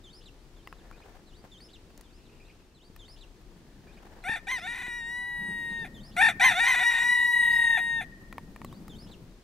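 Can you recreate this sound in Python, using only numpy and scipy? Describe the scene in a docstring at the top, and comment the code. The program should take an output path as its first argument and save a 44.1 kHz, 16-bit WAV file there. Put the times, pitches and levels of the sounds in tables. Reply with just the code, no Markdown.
"""A snowy farmyard: a rooster crows twice, the second crow louder and doubled 0.24 s later, like an echo.
Each crow is two short notes and a long held one: syrinx pulses jump register, double their period and
rattle in fits of chaos, filtered by throat and beak. A faint far call lies behind the first crow.
Small birds repeat a whistled phrase and a lower call. Close clicks, dull bumps, rustles and scrapes
sound over steady air and a low, swelling rumble."""
import sys
import numpy as np
from scipy import signal
from scipy.fft import rfft, irfft, next_fast_len
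from scipy.io import wavfile
from scipy.ndimage import uniform_filter1d

SR = 44100
rng = np.random.default_rng(int(sys.argv[2]) if len(sys.argv) > 2 else 0)


def master_out(mix):
    """Clip the mix to full scale and print it as 16-bit PCM to the path in sys.argv[1]."""
    frames = np.transpose(np.atleast_2d(mix))
    ceiling = np.clip(frames, -1, 1)
    pcm = np.round(ceiling * 32767).astype(np.int16)
    wavfile.write(sys.argv[1], SR, pcm)


N = 415863
TIME = np.arange(N) / SR
FREQS = np.fft.rfftfreq(N, 1 / SR)
BAND_LIMIT_HZ = 15750
LOW_TOP_HZ, FADE_S = 770.4, .038  # rooster: top of the low register, 20 dB fade after a note's drop

# crow's opening notes: start_s, jump_s, drop_s, swell_db, doubling_share, top_hz, effort_db
SHORT_NOTES = [(4.235, 4.284, 4.359, 13.5, 0.12, 920.5, -28), (4.468, 4.483, 4.584, 3, 0.09, 1045, -27.5)]


def gain_of(db):
    """Decibels to amplitude."""
    return 10 ** (np.asarray(db) / 20)


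def unit_rms(x):
    """Scales to rms 1."""
    return x / np.sqrt(np.mean(x ** 2) + 1e-20)


def spectrum(points):
    """Table interpolated at FREQS on a log-frequency axis."""
    hz, value = np.transpose(points)
    return np.interp(np.log(FREQS + 1), np.log(hz + 1), value)


def follow(rows, at):
    """Remaining columns interpolated along the first."""
    axis, *columns = np.transpose(rows)
    return [np.interp(at, np.sort(axis), column) for column in columns]


def add(mix, start_s, sound):
    """Mixes a sound in, cropped to fit."""
    start = round(start_s * SR)
    sound = sound[..., max(-start, 0):]
    part = mix[..., max(start, 0):][..., :sound.shape[-1]]
    part += sound[..., :part.shape[-1]]


def hump(t, peak_s, rise_s, fall_s):
    """Two-sided Gaussian of height 1."""
    return np.exp(-((t - peak_s) / np.where(t < peak_s, rise_s, fall_s)) ** 2)


def wander(size, rate_hz):
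    """Smooth random drift, rms 1."""
    hz = np.fft.rfftfreq(size, 1 / SR)
    return unit_rms(irfft(rfft(rng.standard_normal(size)) * np.exp(-(hz / rate_hz) ** 2), size))


def stereo_noise(colour):
    """Coloured noise, rms 1; the channels share the bass and differ in the treble."""
    # left-right likeness: freq_hz, coherence
    likeness = [(60, 0.91), (380, 0.96), (2380, 0.17), (15000, 0.084)]
    # balance: freq_hz, left_minus_right_db
    balance = [(30, 5.5), (80, 3), (200, 1.5), (2000, 3.3), (15000, -3)]
    left, other = rfft(rng.standard_normal((2, N)))
    coherence = spectrum(likeness)
    right = coherence * left + np.sqrt(1 - coherence ** 2) * other
    shape_db = spectrum(colour) + np.outer([.5, -.5], spectrum(balance))
    return unit_rms(irfft(np.array([left, right]) * gain_of(shape_db), N))


def yard(x, t60_s, first_s):
    """Sparse reflections from sheds and fences, different at each ear."""
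    t, taps_per_s = TIME[:SR], 600
    taps = rng.standard_normal((2, SR)) * (rng.random((2, SR)) < taps_per_s / SR)
    taps *= gain_of(-60 * t / t60_s) * (t > first_s)
    return signal.fftconvolve(x, taps / np.linalg.norm(taps[0]), axes=1)[:, :N]


def air(level_db=-53):
    """Steady outdoor noise, mostly deep bass."""
    # air spectrum: freq_hz, density_db
    colour = [(12, -41.5), (20, 0), (34, 7), (48, -5), (62, -5.5), (207, -16.5), (238, -16), (342, -10.5),
              (581, -24.5), (1580, -29.5), (4550, -31), (7730, -37), (15500, -47.5)]
    return gain_of(level_db) * stereo_noise(colour)


def rumble(gain_db=-2, rest_db=-62, rise_s=.055, fall_s=.16, flicker_db=2):
    """Low noise that swells and sinks unevenly."""
    # rumble spectrum: freq_hz, density_db
    colour = [(30, -8), (95, -5.5), (150, -1.5), (210, 0.5), (290, -8), (450, -15.5), (800, -26),
              (3000, -42.5)]
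    # swells: start_s, end_s, level_db
    swells = [(3.4, 5.3, -57), (5.35, 6.52, -46.5), (6.6, 7.904, -54), (7.88, 9.224, -47.5)]
    ramps = [gain_of(db) * np.clip(np.minimum((TIME - start_s) / rise_s, 1 - (TIME - end_s) / fall_s), 0, 1)
             for start_s, end_s, db in swells]
    level = np.hypot(gain_of(rest_db), np.linalg.norm(ramps, axis=0))
    return level * gain_of(gain_db + flicker_db * wander(N, 18)) * stereo_noise(colour)


def rustle(rest_db=-68):
    """Soft strokes of noise over a faint floor."""
    # rustle spectrum: freq_hz, density_db
    colour = [(150, -5), (450, 1), (900, -2), (1300, -9), (1700, -8), (2400, -15), (6000, -25),
              (11000, -31.5), (16000, -28)]
    # strokes: peak_s, rise_s, fall_s, level_db
    strokes = [(1.12, .36, 0.082, -58), (1.45, 0.018, 0.027, -55), (1.99, .03, .035, -60),
               (4.12, 0.25, .45, -57.5), (6.2, 1, 0.62, -65), (9.05, 0.64, 0.29, -63.5)]
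    humps = [gain_of(db) * hump(TIME, peak_s, rise_s, fall_s) for peak_s, rise_s, fall_s, db in strokes]
    return np.hypot(gain_of(rest_db), np.linalg.norm(humps, axis=0)) * stereo_noise(colour)


def scrapes(half_width_hz=220):
    """Faint friction noise, one narrow band per scrape."""
    # scrapes: peak_s, half_length_s, centre_hz, level_db
    strokes = [(0.915, 0.21, 1680, -69.5), (2.348, 0.41, 2640, -73), (3.9, 0.33, 1730, -72)]
    friction, out = rfft(rng.standard_normal(N)), np.zeros(N)
    for peak_s, half_s, centre_hz, db in strokes:
        band = irfft(friction / (1 + ((FREQS - centre_hz) / half_width_hz) ** 2), N)
        out += gain_of(db) * hump(TIME, peak_s, half_s, half_s) * unit_rms(band)
    return out


def background(grain_db=3, dip_s=2.77, dip_half_s=.12, dip_db=-4):
    """Air, rumble and grainy rustles and scrapes; the level dips briefly once."""
    bed = air() + rumble()
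    grain = gain_of(grain_db * wander(N, 70))
    bed += grain * (rustle() + scrapes())
    return bed * gain_of(dip_db * hump(TIME, dip_s, dip_half_s, dip_half_s))


def clicks(gain_db=-2, upper_gain_db=5, tick_gain_db=4, tick_s=.0021):
    """Close clicks: a noise tick plus a few fast-dying modes, detuned per hit."""
    # clicks: start_s, peak_db, upper_modes_db, tick_db
    hits = [(0.674, -26.5, -4, -22), (0.727, -28, -12, -28), (0.913, -35, -29, -24), (1.441, -42, -25, -25),
            (1.604, -43, 4, -22), (1.977, -36.5, 1, -3), (2.011, -34.5, -1, -2), (2.963, -35.5, -5, -13),
            (3.082, -44.5, -1, -21), (3.415, -44, -8, -19), (8.327, -25.5, -6, -23),
            (8.382, -20.5, -12, -29.5), (8.562, -29.5, -5, -24), (8.617, -27.5, -12, -30),
            (8.647, -27.5, -16, -13.5), (8.727, -36, -27, -15), (8.881, -33, -17, -13)]
    # ringing modes: freq_hz, level_db, t60_s
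    modes = [(1030, -4.5, 0.034), (1230, 4.5, 0.013), (1840, 5.5, 0.017), (2430, 1, 0.016)]
    t, out = TIME[:4096], np.zeros(N)
    for start_s, peak_db, upper_db, tick_db in hits:
        ring = np.zeros(len(t))
        for hz, mode_db, t60_s in modes:
            level = gain_of(mode_db - 60 * t / t60_s + (hz > 1500) * (upper_db + upper_gain_db))
            ring += level * np.sin(2 * np.pi * hz * rng.uniform(.85, 1.143) * t)
        tick = gain_of(tick_db + tick_gain_db) * rng.standard_normal(len(t)) * np.exp(-t / tick_s)
        click = ring / abs(ring).max() + tick
        add(out, start_s, gain_of(peak_db + gain_db) * click / abs(click).max())
    return out


def bumps(pitch_hz=230, decay_s=.00098):
    """Dull bumps: one push each, damped within a cycle."""
    # bumps: start_s, gain_db
    hits = [(1.442, -31), (2.901, -33), (4.295, -19.5), (4.821, -32), (4.881, -29.5), (8.648, -25.5)]
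    t, out = TIME[:4096], np.zeros(N)
    for start_s, db in hits:
        add(out, start_s, gain_of(db) * np.sin(2 * np.pi * pitch_hz * t) * np.exp(-t / decay_s))
    return out


def far_call():
    """Faint far-off call: two equal partials that step up in pitch once."""
    # call contour: time_s, pitch_hz, level_db
    contour = [(5.0, 758, -66), (5.06, 745, -64.5), (5.23, 768, -58.5), (5.28, 815, -58), (5.52, 819, -58),
               (5.6, 815, -78)]
    hz, db = follow(contour, TIME)
    phase = 2 * np.pi * np.cumsum(hz) / SR
    sounding = (TIME > contour[0][0]) & (TIME < contour[-1][0])
    return gain_of(db) * (np.sin(phase) + np.sin(2 * phase)) * sounding


def whistle(syllables, warble_hz=43, trill_hz=140, overtone_db=-14, sag_db=5, edge_s=.0071):
    """Thin warbling glides with one turn each; buzz adds a fast, hoarse trill."""
    song = np.zeros(SR)
    for start_s, length_s, first_hz, turn_hz, last_hz, db, buzz in syllables:
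        t = np.arange(0, length_s, 1 / SR)
        progress = t / length_s
        hz = np.interp(progress, [0, .6, 1], [first_hz, turn_hz, last_hz])
        warble = .03 * np.cos(2 * np.pi * warble_hz * t)
        trill = .1 * buzz * np.sin(2 * np.pi * trill_hz * t)
        jitter = (.007 + .069 * buzz) * wander(SR, 500)[:len(t)]
        phase = 2 * np.pi * np.cumsum(hz * (1 + warble + trill + jitter)) / SR
        level = gain_of(db - sag_db * progress) * np.clip(np.minimum(t, length_s - t) / edge_s, 0, 1)
        overtones = gain_of(overtone_db) * (np.sin(2 * phase) + .22 * np.sin(3 * phase))
        add(song, start_s, level * (np.sin(phase) + overtones))
    return song


def birds(first_s=-.214, period_s=1.476, wet_db=-12):
    """Small birds whistle at a steady pace; a faint repeat and a lower call follow the first phrases."""
    # twittering phrase: start_s, length_s, first_hz, turn_hz, last_hz, level_db, buzz_share
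    phrase_syllables = [(.004, .064, 4380, 3580, 2350, -63.5, 0.05),
                        (.064, .088, 2700, 4620, 4810, -62, 0.04), (.251, .085, 3783, 3005, 3990, -54, 0),
                        (.34, .08, 4360, 5260, 5000, -54.5, 0.04),
                        (.42, 0.046, 2790, 3800, 4000, -59.5, 0.97),
                        (.468, 0.046, 4320, 3200, 2514, -53, 0.4)]
    # lower call: same columns
    call_syllables = [(0, 0.0505, 2366, 2450, 2620, -62, 0), (.052, .04, 3540, 4070, 3700, -68, 0.22),
                      (.095, .03, 2700, 2450, 2950, -58.5, 1)]
    phrase, call = whistle(phrase_syllables), whistle(call_syllables)
    out = np.zeros((2, N))

    def repeat(song, gain_db, after_s, count):
        for turn in range(count):
            add(out, first_s + after_s + turn * period_s, gain_of(gain_db) * song)

    repeat(phrase, gain_db=2, after_s=0, count=7)
    repeat(phrase, gain_db=-10.5, after_s=.52, count=2)
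    repeat(call, gain_db=3.5, after_s=1.134, count=3)
    return out + gain_of(wet_db) * yard(out, t60_s=.27, first_s=.008)


def note(t, start_s, jump_s, drop_s, swell_db, doubling, high_hz, high_db):
    """Controls for one note: swells in the hoarse low register, jumps up, drops back, fades."""
    switch_s, onset_s, steadying_s = .0018, .0037, [4.85, 5.06]
    drop_hz, slack_hz_per_s, low_db = 730.6, 1900, -2.5
    before_s, after_s = np.maximum(jump_s - t, 0), np.maximum(t - drop_s, 0)
    risen = (1 + np.tanh((t - jump_s) / switch_s)) / 2
    dropped = (1 + np.tanh((t - drop_s) / switch_s)) / 2
    high = risen - dropped
    low_hz = LOW_TOP_HZ + dropped * (drop_hz - LOW_TOP_HZ) - slack_hz_per_s * (before_s + after_s)
    low_hz = np.maximum(low_hz, LOW_TOP_HZ / 2)
    hz = low_hz + high * (high_hz - low_hz)

    onset_db = 20 * np.log10(np.clip((t - start_s) / onset_s, 1e-3, 1))
    effort_db = high_db + onset_db + low_db * (1 - risen)
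    effort_db -= swell_db * (before_s / (jump_s - start_s)) ** 1.64 + 20 * (after_s / FADE_S) ** 1.27

    unsteady = np.interp(t, steadying_s, [1, 0])
    rough = .22 * (1 - risen) + high * (.008 + .12 * unsteady) + .8 * dropped
    rough += .6 * hump(t, start_s, .007, .007) + .32 * hump(t, jump_s, .007, .007)
    return np.array([hz, effort_db, rough, .014 + doubling * unsteady * (1 + high) / 2])


def gesture(foot_hz=892, sag_db=3.5, arch_db_per_hz=.0367, chaos_db=-4):
    """Controls for the crow: two short arched notes and a long held one, with fits of chaos."""
    # long note: start_s, jump_s, drop_s, swell_db, doubling_share
    long_note = (4.603, 4.670, 5.848, 11, .36)
    # its high-register contour: time_s, second_harmonic_hz, effort_db
    contour = [(4.675, 1870, -33.5), (4.78, 1985, -35.5), (4.89, 1918, -36), (4.975, 1917, -36),
               (5.03, 1857, -37.5), (5.176, 1947, -34), (5.258, 1940, -35), (5.45, 1909, -34.5),
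               (5.782, 1861, -35), (5.822, 1838, -35.5), (5.84, 1780, -38.5)]
    # fits, some slipping towards the low register: peak_s, half_length_s, roughness, slip_share
    fits = [(4.296, 0.0021, .3, 0.39), (4.319, 0.0029, 0.46, .6), (4.338, 0.0029, 0.55, 0.57),
            (4.51, 0.0062, 0.3, .1), (4.74, .008, 0.36, .1), (4.775, .025, .6, 0), (4.829, .012, 0.5, 0.01),
            (4.873, .008, .45, 0)]
    t = np.arange(SHORT_NOTES[0][0], long_note[2] + FADE_S, 1 / SR)
    controls = np.zeros((4, len(t)))
    for start_s, jump_s, drop_s, swell_db, doubling, top_hz, db in SHORT_NOTES:
        progress = np.clip((t - jump_s) / (drop_s - jump_s), 0, 1)
        hz = foot_hz + (top_hz - foot_hz) * np.sin(np.pi * progress ** .88)
        effort_db = db - sag_db * progress ** 2 - arch_db_per_hz * (top_hz - hz)
        short = note(t, start_s, jump_s, drop_s, swell_db, doubling, hz, effort_db)
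        controls = np.where(t >= start_s, short, controls)
    second_hz, held_db = follow(contour, t)
    held = note(t, *long_note, second_hz / 2, held_db)
    hz, effort_db, rough, doubling = np.where(t >= long_note[0], held, controls)
    chaos, slip = sum(np.outer([roughness, share], hump(t, peak_s, half_s, half_s))
                      for peak_s, half_s, roughness, share in fits)
    return t, hz + slip * (LOW_TOP_HZ - hz), effort_db + chaos_db * chaos, rough + chaos, doubling


def syrinx(hz, rough, doubling, rattle_hz=57, flutter_db=3, rasp_hz=4500, rasp_db=1):
    """Harmonic pulses; roughness adds pitch jitter and pulsed breath noise."""
    def drift(rate_hz):
        return wander(2 * SR, rate_hz)[:len(hz)]

    rattle = np.sin(2 * np.pi * np.cumsum(rattle_hz * (1 + .38 * drift(30.5))) / SR)
    rough = np.clip(rough * (1 + .62 * rattle), 0, 1)
    cycles = np.cumsum(hz * (1 + .105 * rough * drift(400) + .0019 * drift(57))) / SR
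    pulses = np.zeros(len(hz))
    for k in range(1, 22):
        harmonic = np.cos(2 * np.pi * (k * cycles + rng.random())) * (k * hz < BAND_LIMIT_HZ)
        pulses += harmonic * gain_of(flutter_db * (k > 4) * drift(8.4))
    pulses = unit_rms(pulses) * (1 + doubling * np.cos(np.pi * cycles))  # strong and weak alternate
    puffs = unit_rms((.17 + np.exp(-(cycles % 1) / .14)) * rng.standard_normal(2 * SR)[:len(hz)])
    rasp = gain_of(rasp_db) * signal.sosfilt(signal.butter(2, rasp_hz, "high", fs=SR, output="sos"), puffs)
    return (1 - rough / 2) * pulses + rough * (.45 * puffs + rasp)


def throat(drive, t, settling_s=(4.95, 5.35)):
    """Steep resonances; their balance shifts and notches deepen as the throat narrows for the held note."""
    # throat and beak resonances: centre_hz, width_hz, opening_db, held_db
    resonances = [(775.6, 146, -4, -2.5), (1068, 75, -15.5, -15), (1506, 580, -9, -25.5), (1842, 327, 0, 2),
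                  (2062, 37, -3, -13), (2397, 300, -0.5, -3.5), (2920, 214, -27, -49), (3575, 455, -9, -10),
                  (4450, 150, -25, -51), (5730, 170, -21, -41), (6190, 770, -27, -32),
                  (7550, 550, -28, -27), (8570, 780, -29, -25), (9820, 1050, -30.5, -23.5),
                  (11860, 2100, -39, -39.5)]
    # beak antiresonances in the held note: centre_hz, width_hz, depth_db
    notches = [(4620, 580, -9.5), (5600, 400, -9), (7820, 410, -22), (9320, 550, -13)]
    size = next_fast_len(len(t))
    hz = np.fft.rfftfreq(size, 1 / SR)
    power = sum((gain_of([[opening_db], [held_db]]) / (1 + (2 * (hz - centre_hz) / width_hz) ** 2)) ** 2
                for centre_hz, width_hz, opening_db, held_db in resonances)
    notch_db = sum(db * np.exp(-((hz - centre_hz) / width_hz) ** 2) for centre_hz, width_hz, db in notches)
    opening, held = rfft(drive, size) * np.sqrt(power)
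    held *= gain_of(notch_db)
    settled = np.interp(t, settling_s, [0, 1])
    return (1 - settled) * irfft(opening, size)[:len(t)] + settled * irfft(held, size)[:len(t)]


def beak(voice, t, band_hz=(2720, 6600), cut_share=.46):
    """The half-shut beak dulls the upper partials until it opens for the second note."""
    shut = np.interp(t, [SHORT_NOTES[0][2], SHORT_NOTES[1][0]], [1, 0])
    upper = signal.sosfiltfilt(signal.butter(3, band_hz, "band", fs=SR, output="sos"), voice)
    return voice - cut_share * shut * upper


def crow():
    """Syrinx through throat and beak, levelled to follow the effort; returns start_s, sound."""
    t, hz, effort_db, rough, doubling = gesture()
    voice = beak(throat(syrinx(hz, rough, doubling), t), t)
    voice /= np.sqrt(abs(uniform_filter1d(voice ** 2, size=600)) + 1e-12)
    return t[0], voice * gain_of(effort_db) * signal.windows.tukey(len(t), .004)


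def rooster(wet_db=-22, tail_hz=1900, tail_width_hz=500):
    """One crow sounded three times, reaching two microphone ports with different colour and phase."""
    # soundings: delay_s, gain_db
    soundings = [(0, -1), (1.9277, 11), (2.163, 5.5)]
    # port response: freq_hz, left_minus_right_db, left_lead_rad
    port_response = [(750, 6.5, .1), (1500, 5, .7), (1840, 5, 1.01), (2180, -1.5, 0.48), (3800, -2, 0.53),
                     (6000, 2, .3), (9000, -7.5, 0.74), (13160, 0, 1.94)]
    start_s, sound = crow()
    mono = np.zeros(N)
    for delay_s, db in soundings:
        add(mono, start_s + delay_s, gain_of(db) * sound)
    left_db, lead_rad = follow(port_response, FREQS)
    left = gain_of(left_db / 2) * np.exp(.5j * lead_rad)
    ports = np.array([left, 1 / left])
    direct = rfft(mono) * ports / abs(ports.mean(0))
    carried = direct / (1 + 2j * (FREQS - tail_hz) / tail_width_hz)  # the strongest partial rings on
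    return irfft(direct, N) + gain_of(wet_db) * yard(irfft(carried, N), t60_s=1.3, first_s=.06)


def scene():
    """Stereo mix; clicks and bumps sit slightly left."""
    return rooster() + far_call() + birds() + (clicks() + bumps()) * gain_of([[1], [-1]]) + background()


def record(dry):
    """Steep low-pass at the band limit."""
    lowpass = signal.firwin(511, BAND_LIMIT_HZ, window=("kaiser", 9), fs=SR)
    return signal.oaconvolve(dry, lowpass[None], "same", axes=1)


dry = scene()
out = record(dry)
master_out(out)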